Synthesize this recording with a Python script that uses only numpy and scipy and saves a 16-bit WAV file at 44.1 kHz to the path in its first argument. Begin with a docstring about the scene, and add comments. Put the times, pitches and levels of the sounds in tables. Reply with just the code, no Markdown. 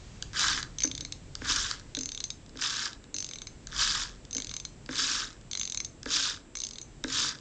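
"""In a quiet room, a small screwdriver is driven backwards by a hand-held ratchet wrench on a counter.
Pulls spin the gear train up into a rattling whirr: dense random impacts filtered by gearbox and shell.
Return strokes let the pawl click over the ratchet teeth, ringing decaying modes of the steel wrench.
Slack taken up against the hand knocks as an impulse into resonances; single gear teeth catch as bursts.
A short room answer, unsteady low rumble, room tone and thin steady treble tones surround the tool."""
import sys
import numpy as np
from scipy import signal
from scipy.fft import rfft, irfft, next_fast_len
from scipy.io import wavfile
from scipy.ndimage import uniform_filter1d, map_coordinates

SR = 44100
rng = np.random.default_rng(int(sys.argv[2]) if len(sys.argv) > 2 else 0)


def wrap_up_sound(samples):
    """Save the sound to the file named by the first command line argument, as 16-bit audio."""
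    columns = np.atleast_2d(samples).T
    # keep every value between -1 and 1, then stretch to whole-number steps
    tamed = np.clip(columns, -1, 1)
    steps = np.round(tamed * 32767).astype(np.int16)
    wavfile.write(sys.argv[1], SR, steps)


N = 326424

# Levels are relative; each source adds its own gain.
# pulls of the wrench: start_s, start_rattle_db, full_speed_s, full_speed_rattle_db, let_go_s,
# let_go_rattle_db, rest_s, then relative to the rattle: shell_db, body_buzz_db
PULLS = [(0.33, -47, 0.39, -27, 0.59, -34, 0.68, -5.5, -27.5),
         (1.41, -52, 1.5, -28.5, 1.702, -34, 1.835, -8, -28),
         (2.53, -68, 2.625, -31.5, 2.857, -35, 2.956, -8, -33),
         (3.68, -59.5, 3.786, -27.5, 4.036, -35, 4.16, -8.5, -37),
         (4.89, -48, 4.995, -29.5, 5.21, -32, 5.37, -9, -26),
         (6.055, -46, 6.137, -27.5, 6.306, -32.5, 6.423, -10.5, -27),
         (7.05, -50, 7.155, -27.5, 7.286, -32, 7.42, -10, -25)]
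# pawl drops: time_s, peak_db, then relative to it: handle_ring_db, head_ring_db; head_pitch_hz
PAWL_DROPS = [(0.785, -22, -6, -9, 3740), (0.8038, -19, -10, -9, 5230), (0.8206, -15.5, -9, -15, 4470),
              (0.8352, -13.5, -2, -13, 3600), (0.8514, -21, -9, -7, 5100), (0.8745, -23.5, -7, -8, 5260),
              (0.9141, -21.5, -8, -7.5, 3580), (0.9507, -24, -12, -7, 3550), (0.978, -23, -14, -7, 3570),
              (1.008, -22.5, -6, -7, 3720), (1.0496, -24, -12, -4, 4170), (1.1231, -20, -14, -5, 3970),
              (1.9495, -19, -17, -4, 3900), (1.9685, -21, -13, -4, 3600), (1.9889, -18.5, -17, -8, 5050),
              (2.0092, -22.5, -5, -8, 5210), (2.0332, -24, -7, -12, 4880), (2.0575, -21.5, -5.5, -10, 4900),
              (2.0899, -23, -7, -10, 3700), (2.1186, -23, -10, -9, 3500), (2.1479, -24.5, -8, -7, 3720),
              (2.1756, -22.5, -10, -7, 3580), (2.2036, -19.5, -9, -6, 4100), (2.2399, -18, -7, -9, 4100),
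              (2.3031, -17.5, -7, -7.5, 3700), (3.1428, -21.5, -4, -11, 4197),
              (3.1644, -20.5, -7.5, -10, 4210), (3.184, -18, -7, -14, 5170), (3.2036, -20.5, -2, -12, 3770),
              (3.2248, -21.5, -13, -12, 4970), (3.2446, -22.5, -4, -13, 3510),
              (3.2653, -27.5, -11, -11, 5300), (3.2894, -25.5, -12, -9, 4870), (3.3114, -28, -10, -6, 3700),
              (3.3343, -24.5, -9, -8, 3580), (3.3572, -30.5, -6, -5, 4100), (3.3854, -31, -13, -3, 3860),
              (3.4181, -25.5, -10, -7, 3670), (3.4703, -25, -10, -7, 4630), (4.3096, -28.5, -7, -11, 4900),
              (4.3291, -23, -4, -9, 4940), (4.3488, -21.5, -4, -10, 4860), (4.367, -20.5, 2, -10, 4920),
              (4.3817, -20, -6, -10, 5100), (4.4014, -24, -10, -10, 4470), (4.4208, -22.5, -19, -7, 3700),
              (4.4457, -23.5, -18, -8, 4930), (4.47, -24, -12, -7, 3800), (4.4933, -26, -7, -8, 3560),
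              (4.513, -24.5, -13, -7, 3940), (4.539, -23.5, -5, -6, 3930), (4.5653, -21.5, -6.5, -9, 3850),
              (4.5997, -24.5, -8.5, -9, 3600), (4.6508, -23, -12.5, -5.5, 4220),
              (5.5128, -23.5, -7, -9, 3763), (5.5321, -19, -13, -6.5, 3600), (5.5515, -18.5, -14, -6, 3870),
              (5.5734, -20.5, -4, -10, 5050), (5.5958, -22, 0, -10, 3850), (5.6127, -18, -7, -8, 3710),
              (5.632, -20.5, -7, -8, 3730), (5.6531, -21.5, -10, -11, 4950),
              (5.6752, -23.5, -11, -9.5, 3550), (5.6986, -24, -7, -9, 5190), (5.7217, -20.5, -8, -9, 3800),
              (5.746, -21, -11, -7, 3770), (5.7735, -19.5, -2, -7.5, 4290), (5.8024, -21, -5.5, -6, 4170),
              (5.8474, -21.5, -6.5, -8.5, 3570), (6.553, -22, -4.5, -9, 4912), (6.5706, -24, -4, -11, 4720),
              (6.5874, -28, -8, -8, 4930), (6.6024, -21.5, -6, -11, 3770), (6.618, -23, -14, -10, 4900),
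              (6.636, -20.5, -2.5, -13, 3660), (6.649, -24, -7, -12, 5280), (6.668, -23, -11, -10, 5030),
              (6.6883, -29, -12, -9, 5190), (6.7095, -25, -17, -11, 4920), (6.7337, -30, -8, -7, 3790),
              (6.757, -30.5, -9, -6, 3590), (6.784, -26, -13, -6, 3900), (6.8146, -30, -1.5, -9.5, 3920)]
# single gear teeth catching, alone or above the whirr: time_s, peak_db
CATCHES = [(0.224, -13), (0.3316, -25), (0.4822, -6.5), (0.628, -13), (1.3522, -16), (1.5605, -8),
           (1.7115, -8), (1.7962, -25), (2.4615, -35.5), (2.4932, -34.5), (2.572, -26), (2.5958, -23.5),
           (2.6217, -12.5), (2.9306, -24), (3.04, -31.5), (3.6702, -21), (4.2507, -29.5), (4.8608, -28),
           (4.9207, -28), (4.9282, -22), (4.955, -18), (4.9939, -11.5), (5.0774, -15), (5.328, -33),
           (5.4113, -36), (6.0302, -23), (6.0573, -20.5), (6.164, -14.5), (6.196, -17), (7.039, -11.5),
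           (7.0835, -24), (7.0993, -20), (7.1701, -15), (7.202, -14), (7.3866, -30)]
# slack taken up against the gripping hand: time_s, thump_db, shell_db (relative to the thump)
KNOCKS = [(0.845, -26, -1.5), (1, -37.5, -9), (1.023, -40, -11), (1.419, -28, 0), (1.496, -34.5, 8),
          (1.971, -31, -2), (2.556, -33, -6.5), (3.146, -34.5, -8), (4.354, -32.5, -7), (4.891, -23.5, -1),
          (6.061, -22, -3.5), (7.044, -22, 0)]
# modes of the steel wrench, three of the socket, six of the head, then the handle: pitch_hz, level_db, t60_s
WRENCH_MODES = [(1150, -7, .008), (1600, -4, .009), (2240, 0, .02), (3250, -4, .012), (3600, 0, .014),
                (3900, -1, .014), (4150, -19, .08), (4250, -3, .02), (4930, -3, .01), (5900, -5, .012),
                (6450, -3, .014), (6750, -4, .014), (7400, -7, .012), (6150, -13, .06), (6200, -11, .075),
                (6230, 0, .013), (6285, -12, .07)]
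# resonances of the metal gearbox: pitch_hz, width_hz, level_db
GEARBOX = [(2700, 380, -4), (2950, 280, -0.5), (3560, 520, 1.5), (3994, 266, 3), (4620, 750, 1),
           (5440, 870, 2), (6220, 660, 2), (7050, 1210, -1), (9090, 1030, 3)]
# resonances of the plastic shell: pitch_hz, width_hz, level_db
SHELL = [(690, 350, -21.5), (955, 200, -10.5), (1246, 198, -2.5), (1553, 203, 3), (1675, 216, 3.5),
         (2020, 650, -7.5)]
# resonances of the tool body in the hand: pitch_hz, width_hz, level_db
BODY = [(261, 16, 0), (310, 20, -3), (455, 50, -11), (610, 60, -20)]
# course of the background: time_s, deep_rumble_db, room_hum_db
RUMBLE = [(0.0, -46, -53), (0.04, -46.5, -50), (1.36, -51, -51.5), (1.44, -40, -48.5), (1.73, -48.5, -53.5),
          (2.12, -53, -54.5), (3.11, -54.5, -58.5), (3.15, -58, -55), (3.48, -51.5, -53),
          (3.67, -52, -56.5), (3.77, -42, -52), (4.2, -52, -54.5), (6.33, -54.5, -55), (6.49, -57, -62),
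          (7.23, -51, -52), (7.4, -66, -52.5)]
# spectral shape of the room tone: pitch_hz, level_db
ROOM_TONE = [(60, -21), (85, 3), (134, 2), (204, -6), (300, -9), (500, -15.5), (800, -22.5), (1300, -26.5),
             (3000, -30.5), (7000, -51.5), (9000, -25.5)]
# thin steady tones: pitch_hz, level_db
WHINE = [(7316, -70), (7854, -75), (8145, -78), (8689, -87)]
# decay of the room's answer: pitch_hz, t60_s
ROOM_DECAY = [(300, 0.71), (3000, 0.23), (8000, 0.26)]
# microphone response: pitch_hz, gain_db
MIC = [(6800, 0), (7500, -5), (7850, -14), (8050, -22), (8300, -16), (8800, -27), (9200, -47), (9600, -48)]
# spectral shape of the deep rumble: pitch_hz, level_db
DEEP_SHAPE = [(8, -31.5), (20, -4), (35, 2), (62, -2.5), (95, -31.5)]

TOP_HZ = 9765  # band limit
# below full speed the shell loses less than the metal: dB per dB, up to a limit
SHELL_HOLD, SHELL_HOLD_MAX_DB = 0.44, 5.5
# body buzz after a knock: start relative to the thump, fade
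BUZZ_DB, BUZZ_FADE_DB_PER_S = -20, 249
CATCH_SHELL_DB = -15.5  # share of a catch that reaches the shell
REST_DB, CORNER_S = -64, .02  # rattle as the gears come to rest; softness of the changes
# socket ring relative to the peak; its scatter from drop to drop; favoured handle pitch
SOCKET_DB, SOCKET_SCATTER_DB, HANDLE_HZ = -23.5, 6.5, 6200


def amp(db):
    """Logarithmic level: decibels to an amplitude gain."""
    return 10 ** (np.asarray(db) / 20)


def unit(x):
    """Power normalisation: x scaled to rms 1."""
    return x / np.sqrt(np.mean(x ** 2) + 1e-20)


def along(points, hz):
    """Logarithmic pitch: (Hz, value) points interpolated on a log frequency axis."""
    f, v = np.transpose(points)
    return np.interp(np.log(hz + 1), np.log(f + 1), v)


def curves(rows):
    """Linear interpolation: one value per sample for each column after the time."""
    s, *cols = np.transpose(rows)
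    return [np.interp(np.arange(N) / SR, s, c) for c in cols]


def wobble(rate):
    """Band-limited fluctuation: a smooth random curve with rate knots a second."""
    knots = rng.standard_normal(int(N * rate / SR) + 4)
    return map_coordinates(knots, [np.arange(N) * rate / SR])


def filtered(x, response):
    """Linear filtering: the spectrum of x times a complex response of frequency."""
    m = next_fast_len(N + SR // 2)
    return irfft(rfft(x, m) * response(np.fft.rfftfreq(m, 1 / SR)), m)[..., :N]


def resonances(peaks):
    """Modal superposition: damped oscillators of alternating sign, summed into a causal response."""
    def response(f):
        total = 0
        for k, (centre, width, db) in enumerate(peaks):
            damping = 1j * f * width
            total = total + (-1) ** k * amp(db) * damping / (centre * centre - f * f + damping)
        return total
    return response


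def burst(rise, fall):
    """Transient contact: noise that rises and decays exponentially within 10 ms, with energy 1."""
    t = np.arange(SR // 100) / SR
    x = (1 - np.exp(-t / rise)) * np.exp(-t / fall) * rng.standard_normal(len(t))
    return x / np.linalg.norm(x)


def background():
    """Shaped random noise: unsteady deep rumble and hum under a nearly steady upper room tone."""
    deep_db, hum_db = curves(RUMBLE)
    deep = unit(filtered(rng.standard_normal(N), lambda hz: amp(along(DEEP_SHAPE, hz))))
    split_tone = lambda hz: amp(along(ROOM_TONE, hz)) * [hz < 200, hz >= 200]
    hum, upper = filtered(rng.standard_normal((2, N)), split_tone)
    upper_gain = amp(-53.5 + 0.26 * wobble(4.18))
    return amp(deep_db) * deep + amp(hum_db) * unit(hum) + upper_gain * unit(upper)


def whine():
    """Pure tones: a few thin steady sinusoids in the treble, each set by its rms level."""
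    t = np.arange(N) / SR
    return sum(amp(db) * np.sqrt(2) * np.sin(2 * np.pi * hz * t) for hz, db in WHINE)


def pull(start, start_db, full, full_db, let_go, let_go_db, rest, shell_db, body_db):
    """Rotational inertia: spin-up, slow sag and run-down set the levels of rattle, shell and body."""
    t = np.arange(N) / SR
    level = np.interp(t, [start, full, let_go, rest], [start_db, full_db, let_go_db, REST_DB])
    level = uniform_filter1d(level, round(CORNER_S * SR))
    shell = level + shell_db + np.minimum(SHELL_HOLD * (full_db - level), SHELL_HOLD_MAX_DB)
    return np.where((t < start) | (t > rest), -120, [level, shell, level + body_db])


def teeth(level_db):
    """Meshing impacts: a higher rattle level packs the contacts closer and adds sliding hiss."""
    rate = 480 * amp(.45 * (level_db + 30))  # impacts a second before the jitter
    turns = np.cumsum(rate * amp(1.5 * wobble(150))) / SR
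    impacts = np.diff(np.floor(turns), prepend=0)
    sizes = amp(3.2 * np.clip(rng.standard_normal(N), -3, 2))
    decay = np.exp(-np.arange(SR // 200) / SR / .0004)
    hiss = .3 * rate / 480
    bumps = signal.fftconvolve(impacts * sizes, decay)[:N] + hiss
    bumps /= np.sqrt(rate + 30)  # sparse impacts carry about the same power as dense ones
    bumps /= np.sqrt(np.mean(bumps[level_db > -40] ** 2))
    return bumps * amp(0.95 * wobble(45)) * rng.standard_normal(N)


def patchy(x, depth_db):
    """Spectral fluctuation: a smooth random gain field over time and frequency favours changing pitches."""
    z = signal.stft(x, nperseg=256)[2]
    field = uniform_filter1d(rng.standard_normal(z.shape), size=3, axis=0)
    field = uniform_filter1d(field, size=3, axis=1)
    gain = amp(depth_db * unit(field))
    return signal.istft(z * unit(gain), nperseg=256)[1][:N]


def gears():
    """Forced resonance: tooth contact drives gearbox and plastic shell; noise drives the gripped body."""
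    level_db, shell_db, body_db = np.max([pull(*row) for row in PULLS], axis=0)
    for s, db, _ in KNOCKS:  # the body keeps buzzing after a knock
        after = slice(round(s * SR), N)
        since_s = np.arange(N - after.start) / SR
        buzz_db = db + BUZZ_DB - BUZZ_FADE_DB_PER_S * since_s
        body_db[after] = np.maximum(body_db[after], buzz_db)
    contact = teeth(level_db)
    metal = amp(level_db + 8.5) * patchy(contact, depth_db=3)
    plastic = amp(shell_db + 16.5 + 0.72 * wobble(40)) * patchy(contact, depth_db=3)
    for s, db in CATCHES:
        catch = burst(rise=0.00037, fall=0.00096)
        spot = slice(round(s * SR), round(s * SR) + len(catch))
        metal[spot] += amp(db + 13.5) * catch
        plastic[spot] += amp(db + CATCH_SHELL_DB + 26.5) * catch
    body_drive = amp(body_db + 31 + 4.4 * wobble(15)) * rng.standard_normal(N)
    box = filtered(metal, resonances(GEARBOX))
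    shell = filtered(plastic, resonances(SHELL))
    return box + shell + filtered(body_drive, resonances(BODY))


def ring(modes, t, near_hz, focus_db):
    """Free vibration: decaying modes of random strength and phase, weakened by focus_db per octave off near_hz."""
    x = 0
    for hz, db, t60 in modes:
        strength_db = db + 0.99 * rng.standard_normal() - focus_db * abs(np.log2(hz / near_hz))
        pitch_hz = hz * (1 + 0.0029 * rng.standard_normal())
        x = x + amp(strength_db - 60 * t / t60) * np.sin(2 * np.pi * (pitch_hz * t + rng.random()))
    x = x * (1 - np.exp(-(t / 0.00092) ** 2))  # the pawl lands over about a millisecond
    return x / np.abs(x).max()


def ratchet():
    """Impact excitation: each pawl drop snaps briefly and rings handle, head and socket."""
    out, snap, t = np.zeros(N + SR), np.zeros(N + SR), np.arange(SR // 6) / SR
    socket, head, handle = WRENCH_MODES[:3], WRENCH_MODES[3:9], WRENCH_MODES[9:]
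    for s, db, handle_db, head_db, head_hz in PAWL_DROPS:
        at = round(s * SR)
        socket_db = SOCKET_DB + SOCKET_SCATTER_DB * rng.standard_normal()
        handle_hz = HANDLE_HZ * (1 + .02 * abs(rng.standard_normal()))
        sound = amp(handle_db) * ring(handle, t, handle_hz, focus_db=52)
        sound += amp(head_db) * ring(head, t, head_hz, focus_db=37.5)
        # a negative focus favours the socket modes far from this pitch
        sound += amp(socket_db) * ring(socket, t, 2100, focus_db=-11)
        out[at:][:len(t)] += amp(db - 0.3) * sound
        contact = burst(rise=.0007, fall=0.001)
        snap[at:][:len(contact)] += amp(db + 20.5) * contact
    thin = lambda hz: (1j * hz / (1j * hz + 3000)) ** 3  # so small a part radiates little bass
    return out[:N] + filtered(snap[:N], thin)


def knocks():
    """Impulse response: as the load comes on, the body thumps and the shell clacks."""
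    thump, clack = np.zeros(N), np.zeros(N)
    for s, db, shell_db in KNOCKS:
        thump[round(s * SR)] = amp(db + 43)
        clack[round(s * SR)] = amp(db + shell_db + 30)
    # the third shell mode stays out of the clack
    low = amp(2) * filtered(clack, resonances(SHELL[:2]))
    high = filtered(clack, resonances(SHELL[3:]))
    return filtered(thump, resonances(BODY)) + high + low


def walls(x):
    """Reverberation: a diffuse noise tail in which each frequency dies at its own speed."""
    hz, t, z = signal.stft(rng.standard_normal(SR // 3), SR, nperseg=256)
    decay = amp(-60 * t / along(ROOM_DECAY, hz)[:, None])
    tail = signal.istft(z * decay, SR, nperseg=256)[1]
    delayed = np.pad(x, (250, 0))  # samples before the first reflection
    return signal.fftconvolve(delayed, tail / np.linalg.norm(tail))[:N]


def scene():
    """Superposition: the tool close by, the room's short answer to it and the background."""
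    tool = ratchet() + gears() + knocks()
    return (tool + amp(-12.5) * walls(tool) + background())[None]


def record(dry):
    """Band limitation: the microphone rolls off the treble, the whine joins, nothing stays above TOP_HZ."""
    heard = filtered(dry, lambda hz: amp(along(MIC, hz))) + whine()
    return filtered(heard, lambda hz: hz < TOP_HZ)


dry = scene()
out = record(dry)
wrap_up_sound(out)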